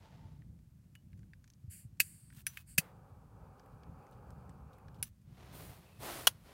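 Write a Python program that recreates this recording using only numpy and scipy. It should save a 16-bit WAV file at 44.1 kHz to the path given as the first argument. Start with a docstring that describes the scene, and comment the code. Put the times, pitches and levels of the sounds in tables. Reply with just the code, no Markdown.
"""A wood fire flutters at a night camp and a jacket sleeve swishes; close by, a torch lighter lights a candle.
Gas hisses, the piezo hammer snaps and fails, the trigger springs back; a second snap lights a softly roaring jet.
Wax sputters at the wick, the trigger is let go, the sleeve swishes back and the lighter drops on the table.
Fire, gas, flame and wax start from shaped noise, rubbing from random tiny slips,
and knocks from short bursts of noise and fading notes."""
import sys
import numpy as np
from scipy import signal
from scipy.fft import rfft, irfft, next_fast_len
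from scipy.io import wavfile
from scipy.ndimage import uniform_filter1d

SR = 44100
rng = np.random.default_rng(int(sys.argv[2]) if len(sys.argv) > 2 else 0)


def bounce(signal):
    """Save signal as a 16-bit WAV file at the path given by the first command-line argument."""
    frames = np.transpose(np.atleast_2d(signal))
    limited = np.clip(frames, -1, 1)
    pcm = np.round(limited * 32767).astype(np.int16)
    wavfile.write(sys.argv[1], SR, pcm)


N = 287973
TIME = np.arange(N) / SR  # seconds, whole scene
HIT = TIME[:SR // 6]  # seconds, one short blow

# Surges of the fire. Each row: start in seconds, length in seconds, rise in dB.
SURGES = [(0.1, 0.58, 5), (1.1, 0.19, 4.5), (2.2, 0.4, 1.5), (2.88, 0.69, 4), (3.65, 0.41, 4.5),
          (4.047, 0.72, 5), (4.817, 0.31, 7), (5.199, 0.63, 5.5), (5.95, 0.31, 4.5)]
# Strokes of the sleeve. Each row: start, attack, hold and release in seconds,
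# then levels of the rubbing, the hiss of the weave and the sizzle in dB.
STROKES = [(0.0, 0.0033, 0.04, 0.5, -66, -89, -100), (5.196, 0.34, 0.037, .45, -61, -75, -80.5),
           (5.509, 0.048, 0.016, 0.3, -58, -61, -62), (5.65, 0.12, .45, 0.55, -68, -76, -81.5),
           (5.978, 0.078, 0.07, 0.24, -47, -51.5, -58), (6.392, 0.097, 0.044, 0.11, -61.5, -72, -88)]
# Thin notes in the rubbing. Each row: start, attack, hold and release in seconds, pitch in Hz,
# middle level in dB.
SQUEAKS = [(0.0, .02, .1, .4, 884, -72), (5.826, .06, .08, .06, 2610, -75)]
# Creaks and ticks of the grip and the wick. Each row: time in seconds, level in dB before a 2 dB cut,
# treble against the whole in dB, centre of the treble in Hz.
TICKS = [(0.42, -63, -17, 5000), (0.589, -68, -3, 4930), (1.131, -61.5, -22, 5030),
         (1.191, -65, -3.5, 6800), (1.231, -64, -24, 5000), (1.334, -53, -12, 4700),
         (1.442, -56.5, -5.5, 6800), (1.477, -58.5, -2, 6300), (1.501, -56.5, 0, 6300),
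         (1.536, -64.5, 1, 6550), (2.302, -52.5, -18, 5000), (2.326, -59.5, -15, 5000),
         (2.383, -54, -15, 5000), (3.596, -59, -2, 5830), (3.66, -61.5, -5, 14000),
         (3.834, -58.5, -3.5, 4700), (4.067, -64, -5, 7000), (4.112, -66, 1.5, 12850),
         (4.305, -57.5, -4, 9350), (4.494, -58.5, -2, 7900), (4.784, -61, -6, 14000),
         (4.883, -57, -4, 4980)]
# The trigger hits its stops. Each row: time in seconds, level in dB, first contact note in dB,
# bright share in dB, ring of a steel part in Hz, level of that ring in dB.
TRIGGER_STOPS = [(0.9526, -51, 6, -20, 2930, -10), (2.4668, -31.5, 8, -3, 5950, -10.5),
                 (2.5721, -38.5, -1, -19, 2550, -13.5), (5.0275, -37.5, 17.5, 2, 5990, -14.5)]
# Dull low thumps. Each row: time in seconds, level in dB, pitch in Hz, time to fade by 60 dB in seconds.
THUMPS = [(1.131, -43, 103.6, 0.21), (1.641, -35, 125, 0.059), (1.678, -33, 90, 0.092),
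          (1.85, -35, 113, 0.077), (1.927, -38, 99.5, 0.048), (2.371, -36.5, 127, 0.062),
          (2.7848, -15, 158.5, 0.03), (5.314, -38, 145.5, 0.06)]
# Openings of the gas valve. Each row: start, attack, hold and release in seconds,
# starting levels of the hiss and of its thin top in dB.
GAS_BURSTS = [(1.692, 0.033, .06, 0.11, -67, -51), (2.0, 0.026, .36, 0.07, -62, -52),
              (2.655, .05, .02, .06, -62, -58), (2.78, 0.0096, .01, .07, -72.5, -67)]
# Piezo hammer snaps. Each row: time in seconds, level in dB, delay of the rebound in seconds,
# rebound against the snap in dB before a further 1 dB cut.
SNAPS = [(2.0015, -20, 0.0028, -8), (2.7815, -20, 0.0034, -5.5)]
# The thumb drags on the trigger. Each row: start, attack, hold and release in seconds, middle level in dB.
THUMB_DRAGS = [(2.3, 0.093, 0.017, 0.023, -62), (2.458, 0.014, .01, 0.098, -58.5),
               (2.52, .055, .035, .03, -62.5), (5.027, 0.017, 0.01, 0.055, -60.5)]
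# Slow level path of the burning jet. Each row: time in seconds, level in dB.
FLAME_LEVEL = [(2.85, -62), (3.244, -68.5), (3.45, -63), (4.47, -62.5), (4.85, -64.5)]
# The lighter lands on one end, then flat. Each row: time in seconds, level in dB.
LANDING = [(6.2705, -15), (6.2732, -13)]

# Ringing notes of the lighter's case. Each row: pitch in Hz, level in dB, time to fade by 60 dB in seconds.
CASE_MODES = [(1690, -8.5, .022), (2035, -6, .025), (2425, -12, 0.041), (2834, -6.5, 0.037),
              (4600, -13, 0.056), (4990, -11.5, 0.022), (8900, -12, .035), (10700, -8.5, 0.023),
              (11400, -11, 0.018), (12400, -6.5, 0.044)]
# Ringing notes of the table top under a sharp knock. Each row: pitch in Hz, level in dB,
# time to fade by 60 dB in seconds.
TABLE_MODES = [(474, -13, 0.0066), (770, -7, 0.012), (1055, -9.5, 0.018), (1392, 0.5, 0.011),
               (2930, 5, 0.014), (3300, -2, 0.027)]

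# Tone of the fluttering fire. Each row: pitch in Hz, relative level in dB.
FLUTTER_COLOUR = [(25, -27), (38, -12.5), (54, -2.5), (80, -0.5), (110, -1), (160, -2.5), (195, -7.5),
                  (240, -14.5), (325, -23), (420, -32), (700, -40.5)]
# Tone of the still air. Each row: pitch in Hz, relative level in dB.
AIR_COLOUR = [(500, -3.5), (650, -5.5), (1200, -8), (2400, -11), (3500, -13.5), (8700, -13), (16000, -14.5)]
# Tone of the rubbing cloth. Each row: pitch in Hz, relative level in dB.
CLOTH_COLOUR = [(250, -1.5), (350, 0.5), (500, -1), (650, -0.5), (860, -2.5), (1250, -5.5), (1650, -9),
                (2000, -8.5), (2400, -10.5), (2720, -11), (3100, -11.5), (4200, -14), (7000, -21.5)]
# Tone of the hissing weave. Each row: pitch in Hz, relative level in dB.
WEAVE_COLOUR = [(2500, -16), (4200, -1.5), (6000, -4.5), (7500, -2.5), (9000, 1.5), (12500, 0), (14500, -4),
                (16000, -6.5)]
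# Tone of gas whistling through the nozzle. Each row: pitch in Hz, relative level in dB.
NOZZLE_COLOUR = [(900, -25), (1300, -20.5), (2300, -15.5), (3900, -25), (4550, -8.5), (5000, -14),
                 (5700, -24.5), (6900, -24.5), (7700, -9.5), (8500, 4), (9600, -9.5), (12500, -20.5),
                 (16000, -25.5)]
# Tone of the thin top of the gas hiss. Each row: pitch in Hz, relative level in dB.
THIN_HISS_COLOUR = [(1150, -36.5), (1550, -10.5), (2000, -9), (2900, -9.5), (3500, -22.5), (4150, -22.5),
                    (4550, -7.5), (5100, -17), (6200, -16.5), (7300, -1.5), (10000, 0), (13000, -6),
                    (16000, -10)]
# Tone of skin dragging on the trigger. Each row: pitch in Hz, relative level in dB.
THUMB_COLOUR = [(700, -11.5), (1100, -6.5), (1400, -7), (1730, -4), (2000, -10), (2630, -4.5), (5500, -10),
                (9000, -8), (16000, -4)]
# Tone of the roaring jet. 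Each row: pitch in Hz, relative level in dB.
ROAR_COLOUR = [(150, -31), (250, 0.5), (334, -6.5), (412, 0.5), (513, 2), (678, -5.5), (779, 3.5),
               (994, -3.5), (1280, -3), (1620, -13), (1820, -21.5), (2110, -27.5), (2290, -20.5),
               (4000, -41), (5200, -67), (8800, -120)]

# More tones of single sounds, named for them. Each row: pitch in Hz, relative level in dB.
EMBER_COLOUR = [(1200, -0.5), (4700, -5.5), (8000, -5.5), (15000, -10)]
SIZZLE_COLOUR = [(9000, -20), (10500, -7.0), (12300, -15.5), (14400, 1.0), (16000, -11.5)]
DULL_TICK = [(700, -20.0), (1200, -13.5), (1650, 1.0), (2500, -10.5), (3500, -17.5), (7000, -29.5)]
HOLLOW_KNOCK = [(500, -20.0), (1020, -24), (1550, 1.0), (2850, -2.0), (3600, -15), (5000, -21),
                (8000, -17.5), (16000, -24)]
SHARP_CRACK = [(3000, -21.0), (5500, -12.0), (8500, -17.0), (10100, 0.0), (11500, -8), (16000, -18)]
STEEL_CLATTER = [(250, -17.5), (500, -21.5), (1100, -20), (1700, 0.0), (2800, 0.5), (3500, -4.5),
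                 (5000, 0), (8000, 2.5), (10500, 3.5), (13000, 3), (16000, 0.0)]
JET_HISS = [(2700, 0.5), (3800, -7.5), (4700, 5.5), (5600, -9.0), (7300, -5), (9500, -0.5),
            (12000, -9.0), (14500, 1), (16000, -3.5)]
FLARE_COLOUR = [(1100, -0.5), (1800, -3), (3000, -11), (6000, -22.5), (11000, -22), (15000, -18)]
SPUTTER_COLOUR = [(1700, -3), (2500, 17), (3400, -16), (4700, -13), (6500, -16)]
CRACKLE_COLOUR = [(3000, 3), (5500, -4), (10000, -10), (14000, -9), (16000, -13)]
LANDING_CLACK = [(280, -22), (420, -7.5), (1400, -0.5), (2200, -3.5), (3100, 1.0), (4200, 1),
                 (7000, -1.0), (8200, -5.5), (10700, 4), (13000, -4.5), (16000, -2.5)]
TAIL_COLOUR = [(500, -3.0), (1500, 3.5), (3000, -7), (5500, -1.5), (15000, -9)]

FIRE_DB, FIRE_SWELL_DB, FIRE_FLICKER_DB = -60, 0.95, 1.4  # calm level, its slow and its quick spread
EMBERS_DB, AIR_DB = -99, -81
TICK_T60_S = .022
SAG_DB_PER_S, TOP_SAG_DB_PER_S = 28.5, 90.5  # the hiss sinks with the pressure, its thin top faster
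POP_S, POP_DB = 2.784, -41
LIT_S, OUT_S = 2.79, 5.06  # the jet lights and goes out
FLARE_DB, FLARE_RELEASE_S = -64.5, 0.16
WICK_S, SPUTTER_DB, CRACKLE_DB = 3.45, -88, -88  # the jet reaches the wick; sputter level before it grows
TOP_HZ = 15800


def undb(db):
    """Turn decibels into a gain."""
    return 10 ** (np.asarray(db) / 20)


def unit(x):
    """Scale to an average strength (rms) of 1."""
    return x / np.sqrt(np.mean(x ** 2))


def curve(rows):
    """Join rows of time and value with straight lines."""
    return np.interp(TIME, *np.array(rows).T)


def envelope(s, attack, hold, release):
    """A smooth rise from time s, a hold and a smooth fall."""
    corners = s + np.cumsum([0, attack, hold, release])
    ramp = np.interp(TIME, corners, [0, 1, 1, 0])
    return np.sin(np.pi / 2 * ramp) ** 2


def colour(x, points):
    """Filter through (Hz, dB) points with steep skirts, never sounding early; white noise keeps its power."""
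    size = next_fast_len(len(x) // 2 + 2048) * 2
    hz, db = np.array(sorted(points)).T
    octave = np.log2(np.maximum(np.arange(size // 2 + 1), 1) * SR / size)
    outside = np.abs(octave - np.clip(octave, np.log2(hz[0]), np.log2(hz[-1])))
    skirt_db = np.minimum(24 * outside, 50)
    gain = unit(undb(np.interp(octave, np.log2(hz), db) - skirt_db))
    # Folding the cepstrum forward gives minimum phase: the response starts at once.
    cepstrum = irfft(np.log(gain))[:size // 2]
    cepstrum[1:] *= 2
    response = np.exp(rfft(cepstrum, size))
    return irfft(rfft(x, size) * response)[:len(x)]


def noise(points):
    """Steady coloured noise of rms 1."""
    return unit(colour(rng.standard_normal(N), points))


def walk(rate):
    """Smooth random wandering of rms 1, with about `rate` new values a second."""
    k = max(int(SR / rate), 1)
    steps = np.repeat(rng.standard_normal(N // k + 1), k)
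    return unit(uniform_filter1d(steps, k)[:N])


def grains(rate, spread_db):
    """Random tiny slips of uneven size, about `rate` a second, rms 1."""
    slips = rng.random(N) < rate / SR
    size = rng.standard_normal(N) * undb(spread_db * rng.standard_normal(N))
    return unit(slips * size)


def fade(t60):
    """Steady dying away of a blow, by 60 dB in t60 seconds."""
    return np.exp(-np.log(1000) * HIT / t60)


def rattle(t60):
    """Fading noise for the dense, fast-dying notes of small parts."""
    return rng.standard_normal(len(HIT)) * fade(t60)


def ring(hz, t60):
    """One struck note."""
    return np.sin(2 * np.pi * hz * HIT) * fade(t60)


def body(modes):
    """All notes of a struck object, alternating in sign."""
    return sum((-1) ** k * undb(db) * ring(hz, t60) for k, (hz, db, t60) in enumerate(modes))


def add(out, s, sound):
    """Mix a sound in at time s."""
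    i = int(s * SR)
    out[i:i + len(sound)] += sound[:N - i]


def campfire():
    """Flames flutter low and surge now and then; the embers tick faintly in the still air."""
    surge = sum(db * envelope(s, 0.17 * length, 0.56 * length, .3 * length) for s, length, db in SURGES)
    unrest = FIRE_SWELL_DB * walk(rate=5) + FIRE_FLICKER_DB * walk(rate=22)
    flutter = undb(FIRE_DB + surge + unrest) * noise(FLUTTER_COLOUR)
    pops = signal.fftconvolve(grains(rate=14, spread_db=1), rattle(t60=0.043))[:N]
    embers = undb(EMBERS_DB) * unit(colour(pops, EMBER_COLOUR))
    return flutter + embers + undb(AIR_DB) * noise(AIR_COLOUR)


def sleeve():
    """Countless jacket threads slip over each other with each arm stroke; the smooth shell sizzles on top."""
    strokes = np.array([envelope(*row[:4]) for row in STROKES])
    gains = undb(np.array(STROKES)[:, 4:])
    # Overlapping strokes add up in power.
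    rub, hiss, shell = np.sqrt(gains.T ** 2 @ strokes ** 2)
    uneven = undb(1.2 * walk(rate=35) + .5 * walk(rate=90))
    cloth = rub * uneven * colour(grains(rate=8000, spread_db=1.5), CLOTH_COLOUR)
    return cloth + hiss * noise(WEAVE_COLOUR) + shell * noise(SIZZLE_COLOUR)


def squeak():
    """Something rubs with a faint, thin note as the arm moves: noise in a narrow band."""
    out = np.zeros(N)
    for s, attack, hold, release, hz, db in SQUEAKS:
        level = undb(db + 2 * walk(rate=40))
        note = noise([(hz * 0.84, -25), (hz, 0), (hz * 1.175, -25)])
        out += envelope(s, attack, hold, release) * level * note
    return out


def ticks():
    """Faint clicks, each a dull part and a bright part."""
    out = np.zeros(N)
    for s, db, treble_db, hz in TICKS:
        # The dull part takes the power that the treble leaves.
        dull_gain = np.sqrt(max(1 - undb(treble_db) ** 2, .02))
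        low = dull_gain * colour(rattle(TICK_T60_S), DULL_TICK)
        bright = [(hz * 0.31, -13), (hz, 0), (hz * 1.28, -11), (hz * 2.0, -17)]
        high = undb(treble_db) * colour(rattle(TICK_T60_S), bright)
        add(out, s, undb(db - 2.0) * (low + high))
    return out


def trigger():
    """A sharp plastic crack, the case ringing, and the thin note of a spring or the hammer."""
    out = np.zeros(N)
    for s, db, contact_db, bright_db, steel_hz, steel_db in TRIGGER_STOPS:
        knock = colour(rattle(t60=0.025), HOLLOW_KNOCK) + undb(-10) * body(CASE_MODES)
        contact = undb(contact_db) * ring(hz=10150, t60=.005)
        crack = contact + undb(3.0) * colour(rattle(t60=0.045), SHARP_CRACK)
        steel = undb(steel_db) * ring(hz=steel_hz, t60=0.11)
        add(out, s, undb(db) * (knock + undb(bright_db) * crack + steel))
    return out


def thumps():
    """Soft pushes of air from the moving arm and, loudest, from the gas catching."""
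    out = np.zeros(N)
    swell = 1 - np.exp(-HIT / 0.0037)
    for s, db, hz, t60 in THUMPS:
        add(out, s, undb(db) * swell * ring(hz, t60))
    return signal.sosfilt(signal.butter(2, 50, "highpass", fs=SR, output="sos"), out)


def gas():
    """Unlit gas whistles through the nozzle; the top of the hiss goes first as the pressure sags."""
    whistle, top = np.zeros(N), np.zeros(N)
    for s, attack, hold, release, db, top_db in GAS_BURSTS:
        valve = envelope(s, attack, hold, release)
        age = np.maximum(TIME - s, 0)
        whistle += valve * undb(db - SAG_DB_PER_S * age)
        top += valve * undb(top_db - TOP_SAG_DB_PER_S * age)
    return whistle * noise(NOZZLE_COLOUR) + top * noise(THIN_HISS_COLOUR)


def snaps():
    """The hammer slips its catch, strikes the crystal and rebounds, ringing itself and the case."""
    out = np.zeros(N)
    for s, db, delay, rebound_db in SNAPS:
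        catch = colour(rattle(t60=0.021), STEEL_CLATTER)
        clatter = colour(rattle(t60=0.047) + undb(-27.5) * rattle(t60=0.087), STEEL_CLATTER)
        hammer = undb(1.0) * ring(hz=2583, t60=0.041)
        rebound = colour(rattle(t60=0.028), STEEL_CLATTER)
        add(out, s - .003, undb(db - 13.5) * catch)
        add(out, s, undb(db) * (clatter + hammer + undb(-0.5) * body(CASE_MODES)))
        add(out, s + delay, undb(db + rebound_db - 1) * rebound)
    return out


def thumb():
    """Skin sticks and slips on the sliding trigger."""
    drag = sum(undb(db) * envelope(s, attack, hold, release) for s, attack, hold, release, db in THUMB_DRAGS)
    uneven = undb(1.6 * walk(rate=250))
    return drag * uneven * colour(grains(rate=4000, spread_db=0.0), THUMB_COLOUR)


def pop():
    """The gas catches in the mouth of the nozzle, a short hollow note."""
    out = np.zeros(N)
    note = ring(hz=560, t60=.035) + undb(-9) * ring(hz=700, t60=0.015)
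    add(out, POP_S, undb(POP_DB) * note)
    return out


def flame():
    """Spilt gas flares and burns off as the jet catches, then the jet roars with a faint hiss above."""
    burning = np.clip((TIME - LIT_S) / 0.0082, 0, 1) * np.clip((OUT_S - TIME) / 0.055, 0, 1)
    level = undb(curve(FLAME_LEVEL) + 0.83 * walk(rate=22))
    hiss = undb(-25 + 2 * walk(rate=16)) * noise(JET_HISS)
    jet = level * (noise(ROAR_COLOUR) + hiss)
    burn_off = envelope(LIT_S, attack=.01, hold=.01, release=FLARE_RELEASE_S)
    flare = undb(FLARE_DB) * burn_off * noise(FLARE_COLOUR)
    return burning * jet + flare


def wick():
    """Wax sputters in uneven puffs under the jet, more as the wick heats, and crackles in soft clusters."""
    heated = np.clip((TIME - WICK_S) / 0.2, 0, 1) * (TIME < OUT_S)
    growth = undb(2.27 * np.clip(TIME - WICK_S, 0, 2))  # 2.27 dB per second
    puffs = unit(undb(5.5 * walk(rate=16)) * noise(SPUTTER_COLOUR))
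    sputter = growth * undb(SPUTTER_DB) * puffs
    slips = grains(rate=12, spread_db=2)
    clusters = np.sqrt(np.abs(signal.fftconvolve(slips ** 2, fade(t60=0.046))[:N]))
    crackle = undb(CRACKLE_DB) * unit(clusters * noise(CRACKLE_COLOUR))
    return heated * (sputter + crackle)


def landing():
    """Two quick knocks on the table, the lighter's parts clattering."""
    out = np.zeros(N)
    for s, db in LANDING:
        clack = colour(rattle(t60=.022) + undb(-17.0) * rattle(t60=0.063), LANDING_CLACK)
        ringing = undb(-3.0) * body(TABLE_MODES) + undb(-16.5) * body(CASE_MODES)
        add(out, s, undb(db) * (clack + ringing))
    return out


def scatter(x):
    """The log wall and the things about the camp return a faint, short tail."""
    build_up = 1 - fade(t60=.08)
    tail = colour(rattle(t60=0.17) * build_up, TAIL_COLOUR)
    tail = tail / np.sqrt(np.sum(tail ** 2))
    return undb(-43.0) * signal.fftconvolve(x, tail)[:N]


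def scene():
    """Everything at one microphone; the lighter and its ticks also get the tail of the camp."""
    lighter = ticks() + trigger() + gas() + snaps() + thumb() + pop() + flame() + landing()
    around = campfire() + sleeve() + squeak() + thumps() + wick()
    return (lighter + scatter(lighter) + around)[None]


def record(dry):
    """The loudest peaks are rounded off and the very top of the treble is cut."""
    rounded = np.tanh(1.294 * dry) / 1.285
    return signal.sosfilt(signal.ellip(10, .2, 80, TOP_HZ, fs=SR, output="sos"), rounded)


dry = scene()
out = record(dry)
bounce(out)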